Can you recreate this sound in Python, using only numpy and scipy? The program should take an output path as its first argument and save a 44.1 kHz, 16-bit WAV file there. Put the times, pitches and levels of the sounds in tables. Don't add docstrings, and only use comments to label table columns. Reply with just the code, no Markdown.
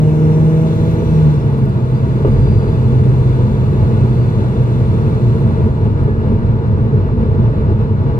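import sys
import numpy as np
from scipy import signal
from scipy.fft import rfft, irfft
from scipy.io import wavfile
from scipy.ndimage import uniform_filter1d, minimum_filter1d

SR = 44100
rng = np.random.default_rng(int(sys.argv[2]) if len(sys.argv) > 2 else 0)


def output_pcm(signal):
    pcm = np.clip(np.atleast_2d(signal).T, -1, 1) * 32767
    wavfile.write(sys.argv[1], SR, np.round(pcm).astype(np.int16))


N = 361179
TIME, BINS = np.arange(N) / SR, np.fft.rfftfreq(N, 1 / SR)
SHIFT_START_S, SHIFT_END_S = 1.1, 1.72

# time_s, firing_hz
ENGINE_SPEED = [(0.0, 153.8), (0.58, 159.5), (0.95, 162.5), (1.09, 160.3), (1.23, 154.4), (1.55, 136.1),
                (1.7, 128.6), (1.8, 124.1), (1.92, 126.5), (1.95, 128.3), (1.99, 129.2), (2.03, 131.6),
                (2.1, 130.2), (2.43, 129.2), (3.03, 126.9), (4.14, 123.3), (5.32, 119.5), (5.51, 107.6),
                (5.75, 101.0), (8.19, 97.0)]
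# time_s, level_db
THROTTLE = [(0, 2.5), (.88, 4), (1.02, 2.5), (1.24, 3.5), (1.5, -2), (1.74, -3.5), (2, -1.3), (2.3, 0),
            (5.33, -0.37), (6.1, -11.5), (7, -22)]
# centre_hz, width_hz, lift_db
CABIN_MODES = [(98.5, 68, 6), (141.6, 9.3, 6.5), (216.6, 25, 7.5), (273, 42, -2), (318, 51, 1.5),
               (367.6, 34, 3), (395, 25, -2), (444.3, 67, 7), (646, 31, 5), (785, 38, -2), (855.5, 55, 7),
               (953, 63, 6.5), (1142, 55, 4.5), (2306, 70, 3), (2585, 40, 6.5), (2720, 41, 3),
               (2847, 54, 7), (3360, 54, 6.5), (3540, 110, 11.5), (3863, 200, 7.5), (4117, 95, 6),
               (4265, 40, 2.5), (4520, 60, 1.5), (4940, 34, 0)]
# frequency_hz, likeness (0-1), left_lead_rad, left_over_right_db
MIC_PORTS = [(40, .98, .1, -.4), (110, .98, .47, -.2), (290, .92, .52, -.2), (450, .95, .62, -.4),
             (610, .4, 1.1, -1), (760, .15, 1.2, .5), (865, .5, .3, 1.7), (1100, .55, 2.2, 2),
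             (1380, .75, 2.35, 1), (1650, .88, 3.1, .5), (1860, .8, 3.9, 1), (2060, .68, 5.7, 1.3),
             (2450, .8, 6.1, 1.3), (2850, .75, 7, .8), (3200, .71, 8.8, 1.2), (3800, .86, 9.5, 3),
             (4200, .72, 11.4, 3.6), (4700, .69, 11.9, 2), (5600, .3, 14.9, 1.2), (7500, .65, 17.15, 0),
             (10600, .95, 18.75, -.4)]


def road(split_hz=165, swell_db=.6, patchy_db=.5, bridge_start_s=5.5):
    # frequency_hz, density_db
    spectrum = [(15, -67), (38, -41.5), (70, -41.5), (110, -34.5), (180, -43), (300, -50), (500, -53.5),
                (750, -65), (1600, -67.5), (2100, -80.5), (4000, -91), (5500, -96.5), (8300, -103.5),
                (10000, -113), (15500, -122)]
    # start_s, rumble_db, roar_db
    surfaces = [(0, -6, -1), (0.85, -5, -0.45), (2.24, -2, 0), (4.099, -2.5, 0), (5.5, -2.5, -0.7),
                (6.3, -1, -0.5)]
    starts, rumble_db, roar_db = np.transpose(surfaces)
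    stretch = np.searchsorted(starts[1:], TIME)
    noise = cabin_noise(spectrum)
    rumble = irfft(rfft(noise) * np.exp(-(BINS / split_hz) ** 4), N)
    roar = noise - rumble
    deck_db = eased(TIME > bridge_start_s) * wander(9.3)
    rumble_gain = amp(eased(rumble_db[stretch]) + swell_db * wander(1) + deck_db)
    roar_gain = amp(eased(roar_db[stretch]) + patchy_db * wander(9) + deck_db)
    return rumble * rumble_gain + roar * roar_gain


def engine(jitter=.001, uneven_db=1.55):
    # centre_hz, width_hz, lift_db
    boom_modes = [(120.1, 4, 5), (127.4, 5, 6), (138, 7, 8), (147.5, 14, 7), (161.9, 2.2, -7)]
    # centre_hz, width_hz, lift_db
    drone_modes = [(181, 200, 10)]
    firing_hz = curves(ENGINE_SPEED)[0] * (1 + jitter * wander(12))
    throttle_db = curves(THROTTLE)[0]
    boom_db = -19 + 1.54 * throttle_db + lift_db(boom_modes, firing_hz) + shifting()
    boom = tone(firing_hz) * amp(boom_db + uneven_db * wander(6))
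    thrum = tone(firing_hz / 2) * amp(-31 + .5 * throttle_db + 8 * lurching())
    clutch = hold(1.4, 1.85, ramp_s=.13)
    drone_hz = 1.5 * firing_hz
    drone = tone(drone_hz) * amp(-40.5 + lift_db(drone_modes, drone_hz) + 7.5 * clutch)
    return boom + thrum + drone + exhaust(firing_hz, throttle_db)


def exhaust(firing_hz, throttle_db, cruise_hz=126.8, db_per_octave=19, waver_db=1.6):
    orders = [2, 2.5, 2.75, 3, 3.5, 4, 5, 6, 7]
    levels_db = [0, -8, -15, -3.5, -17, -9.5, -15, -27, -28]
    # centre_hz, width_hz, lift_db
    pipe_modes = [(309, 8, 3), (372, 28, -6), (464, 14, 3), (615, 12, 2), (778, 14, 3), (810, 16, -8)]
    speed_db = db_per_octave * np.log2(firing_hz / cruise_hz)
    drive_db = -36.5 + .3 * throttle_db + speed_db - 12 * shifting()
    drive_db = np.maximum(drive_db, -40)
    sound = 0
    for order, db in zip(orders, levels_db):
        hz = order * firing_hz
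        dulling_db = -5.5 * (order - 2) * lurching()
        resonance_db = lift_db(CABIN_MODES, hz) + lift_db(pipe_modes, hz)
        sound += tone(hz) * amp(drive_db + db + dulling_db + resonance_db + waver_db * wander(8))
    return sound


def belt_whine(firing_multiple=36.64, chatter_hz=11, belt_slip=.00057):
    # cruising_db, db_per_throttle_db
    harmonics = [(-69.5, .6), (-75, 0), (-88, .2)]
    # centre_hz, width_hz, lift_db
    housing_modes = [(3870, 160, 13), (4511, 34, 12), (4612, 16, 5), (4700, 24, 10), (4731, 30, 15),
                     (4960, 50, 7), (5090, 110, -7), (5225, 70, 14), (5305, 40, -8), (5400, 70, 14),
                     (5550, 120, -7), (5750, 90, 8.5), (5865, 65, 7.5), (8200, 200, 8), (8860, 50, 4.5),
                     (9270, 80, 8.5), (9850, 250, 5), (10800, 250, -5), (12500, 500, 17)]
    strain = np.maximum(shifting(), .5 * eased(TIME < SHIFT_END_S))
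    chatter = 2 * np.pi * np.cumsum(chatter_hz * (1 + .5 * wander(10))) / SR
    slip_db = -14 * strain * (.5 + .5 * np.cos(chatter)) ** 2
    swing = .005 * strain * (np.sin(chatter) + .5 * wander(120))
    hz = firing_multiple * curves(ENGINE_SPEED)[0] * (1 + belt_slip * wander(25) + swing)
    throttle_db = curves(THROTTLE)[0]
    flutter_db = 1.5 + 2.5 * strain
    scatter = (.4 * wander(8) - .9) * (hz / hz.max()) ** 4
    sound = 0
    for k, (db, per_db) in enumerate(harmonics, 1):
        housing_db = uniform_filter1d(lift_db(housing_modes, k * hz), 1100)
        level_db = db + per_db * throttle_db + housing_db
        sound += tone(k * hz, scatter) * amp(level_db + flutter_db * wander(24))
    return sound * amp(5.5 * lurching() + 2 * strain + slip_db)


def intake(valve_start_s=.64, valve_attack_s=.03):
    # frequency_hz, density_db
    hiss = [(900, -100), (1600, -76.5), (2600, -85.5), (3600, -92), (4700, -97.5), (6500, -91),
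            (9500, -100.5), (13000, -105), (15500, -114)]
    # frequency_hz, density_db
    suction = [(2500, -105), (3300, -85.5), (4400, -88.5), (5400, -97), (7000, -115)]
    valve = np.clip((TIME - valve_start_s) / valve_attack_s, 0, 1)
    air = cabin_noise(hiss) + cabin_noise(suction) * amp(-3) * valve
    return air * amp(curves(THROTTLE)[0])


def body_knocks():
    # start_s, impact_db, impact_decay_s, shake_db
    hits = [(1.022, -9, .02, -4), (2.248, 4.5, 0.010, -4), (2.273, -1.5, .010, -2), (2.355, -11, 0.031, 2),
            (5.865, -12, 0.023, -2), (6.079, -8, 0.021, -12), (6.319, -10, .03, -4), (7.57, -11, 0.04, -7),
            (7.704, -13, 0.023, -8)]
    # frequency_hz, density_db
    impact_spectrum = [(100, -44.5), (200, -46.5), (420, -40.5), (700, -60.5), (1300, -65), (2500, -75.5),
                       (5000, -87.5), (10000, -105), (15000, -111)]
    # frequency_hz, density_db
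    shake_spectrum = [(15, -62), (35, -34.5), (60, -36.5), (100, -53), (200, -54), (600, -110),
                      (2000, -150)]
    impact = sum(amp(db) * blow(s, rise_s=.00099, decay_s=decay) for s, db, decay, _ in hits)
    shake = sum(amp(db) * blow(s, rise_s=.0058, decay_s=.15) for s, _, _, db in hits)
    knocks = sum(amp(db) * suspension_knock(s) for s, db, _, _ in hits)
    return cabin_noise(impact_spectrum) * impact + knocks + cabin_noise(shake_spectrum) * shake


def suspension_knock(start_s, decay_s=.0095):
    # pitch_hz, level_db
    modes = [(140, -20), (310, -15), (415, -7), (520, -17), (930, -30), (1180, -25), (1500, -33)]
    age = TIME - start_s
    live = (age > 0) & (age < 10 * decay_s)
    ring = np.zeros((2, N))
    for hz, db in modes:
        lead = at_frequency(MIC_PORTS, hz)[1]
        ring[:, live] += amp(db) * np.sin(2 * np.pi * hz * age[live] + np.array([[lead], [0]]))
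    return np.sqrt(2) * ring * blow(start_s, .0015, decay_s)


def thumps(drift_hz=12):
    # start_s, level_db
    lumps = [(5.34, 0), (5.43, -1), (5.63, 0), (6.07, 0), (6.31, 0), (6.40, -3), (6.51, -2), (6.68, 0),
             (6.83, -1), (6.92, -1), (7.13, 1.5), (7.38, -2), (7.56, -1), (7.89, 1), (8.08, -1)]
    # pitch_hz, level_db
    modes = [(112, -8), (216, -11), (435, -20)]
    ring = sum(tone(hz + drift_hz * wander(8)) * amp(db) for hz, db in modes)
    return ring * sum(amp(db) * blow(s, rise_s=.025, decay_s=.035) for s, db in lumps)


def trim(echo_db=-16, echo_decay_s=.03):
    # start_s, level_db, decay_s
    ticks = [(1.578, 8.5, .007), (1.635, 0, .008), (1.652, 5, .009), (1.69, 6.5, .006), (2.248, 4, .006),
             (2.272, 6, .005), (2.311, 2, 0.01), (5.075, 0, 0.012), (5.375, -3, .025), (6.031, 4, .008)]
    # frequency_hz, density_db
    spectrum = [(2000, -115), (5500, -100), (9000, -100.5), (14500, -100), (16000, -101)]
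    envelope = 0
    for start_s, db, decay_s in ticks:
        echo = amp(echo_db) * blow(start_s, decay_s, echo_decay_s)
        envelope += amp(db) * (blow(start_s, .0015, decay_s) + echo)
    return cabin_noise(spectrum) * envelope


def window_whistle(pitch_hz=1678, settle_s=.049, waver=.005):
    # start_s, end_s, level_db
    whistles = [(5.11, 5.6, -52), (6.022, 6.24, -40)]
    sound = 0
    for start_s, end_s, db in whistles:
        sharp = .018 * np.exp(-np.maximum(TIME - start_s, 0) / settle_s)
        hz = pitch_hz * (1 + sharp + waver * wander(40))
        sound += tone(hz) * amp(db) * hold(start_s, end_s, ramp_s=.08)
    return sound


def dashboard_singing(waver=.0017):
    # pitch_hz, level_db
    tones = [(10900, -85), (11160, -87)]
    return sum(tone(hz * (1 + waver * wander(60))) * amp(db) for hz, db in tones)


def shifting():
    return hold(SHIFT_START_S, SHIFT_END_S, ramp_s=.14)


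def lurching():
    return hold(.83, 1.5, ramp_s=.23)


def cabin_noise(spectrum, comb_db=1.3):
    a, b, c, d = rng.standard_normal((4, len(BINS)))
    likeness, lead, balance_db = at_frequency(MIC_PORTS, BINS)
    left, unrelated = a + 1j * b, c + 1j * d
    right = (likeness * left + np.sqrt(1 - likeness ** 2) * unrelated) * np.exp(-1j * lead)
    colour_db = at_frequency(spectrum, BINS)[0] + lift_db(CABIN_MODES, BINS) + comb_db * reflections()
    colour = amp(colour_db) * np.sqrt(SR * N) / 2
    return irfft(colour * stereo(left, right, balance_db), N)


def reflections(width_bins=260, fade_hz=900):
    comb = uniform_filter1d(rng.standard_normal(len(BINS)), width_bins)
    comb = uniform_filter1d(comb, width_bins)
    return unit_rms(comb) * BINS ** 2 / (BINS ** 2 + fade_hz ** 2)


def tone(hz, scatter_rad=0):
    _, lead, balance_db = at_frequency(MIC_PORTS, hz)
    angle = 2 * np.pi * (np.cumsum(hz) / SR + rng.random())
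    return np.sqrt(2) * stereo(np.sin(angle + lead + scatter_rad), np.sin(angle), balance_db)


def stereo(left, right, balance_db):
    return np.array([left * amp(balance_db / 2), right * amp(-balance_db / 2)])


def lift_db(modes, hz):
    grid = np.arange(SR / 2)
    bells = sum(db * np.exp(-2 * ((grid - centre) / width) ** 2) for centre, width, db in modes)
    return np.interp(hz, grid, bells)


def blow(start_s, rise_s, decay_s):
    age = np.maximum(TIME - start_s, 0)
    return (1 - np.exp(-age / rise_s)) * np.exp(-age / decay_s)


def hold(start_s, end_s, ramp_s):
    return np.clip(np.minimum(TIME - start_s, end_s - TIME) / ramp_s, 0, 1)


def eased(steps):
    return uniform_filter1d(steps * 1., 1800)


def wander(rate_hz):
    return unit_rms(irfft(rfft(rng.standard_normal(N)) * np.exp(-(BINS / rate_hz) ** 2), N))


def curves(rows):
    times, *columns = np.transpose(rows)
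    return [np.interp(TIME, times, column) for column in columns]


def at_frequency(rows, hz):
    knots_hz, *columns = np.transpose(rows)
    return [np.interp(np.log(hz + 1), np.log(knots_hz + 1), column) for column in columns]


def amp(db):
    return 10 ** (np.asarray(db) / 20)


def unit_rms(x):
    return x / np.sqrt(np.mean(x ** 2) + 1e-20)


def scene():
    driving = road() + engine() + belt_whine() + intake()
    return driving + dashboard_singing() + window_whistle() + body_knocks() + thumps() + trim()


def record(dry, ceiling=.9, edge_hz=15700):
    allowed = np.minimum(1, ceiling / (abs(dry).max(0) + 1e-9))
    held = minimum_filter1d(allowed, size=600)
    gain = uniform_filter1d(uniform_filter1d(held, size=300), size=300)
    lowpass = signal.firwin(511, edge_hz, window=("kaiser", 9), fs=SR)
    return signal.oaconvolve(dry * gain, lowpass[None], "same")


dry = scene()
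out = record(dry)
output_pcm(out)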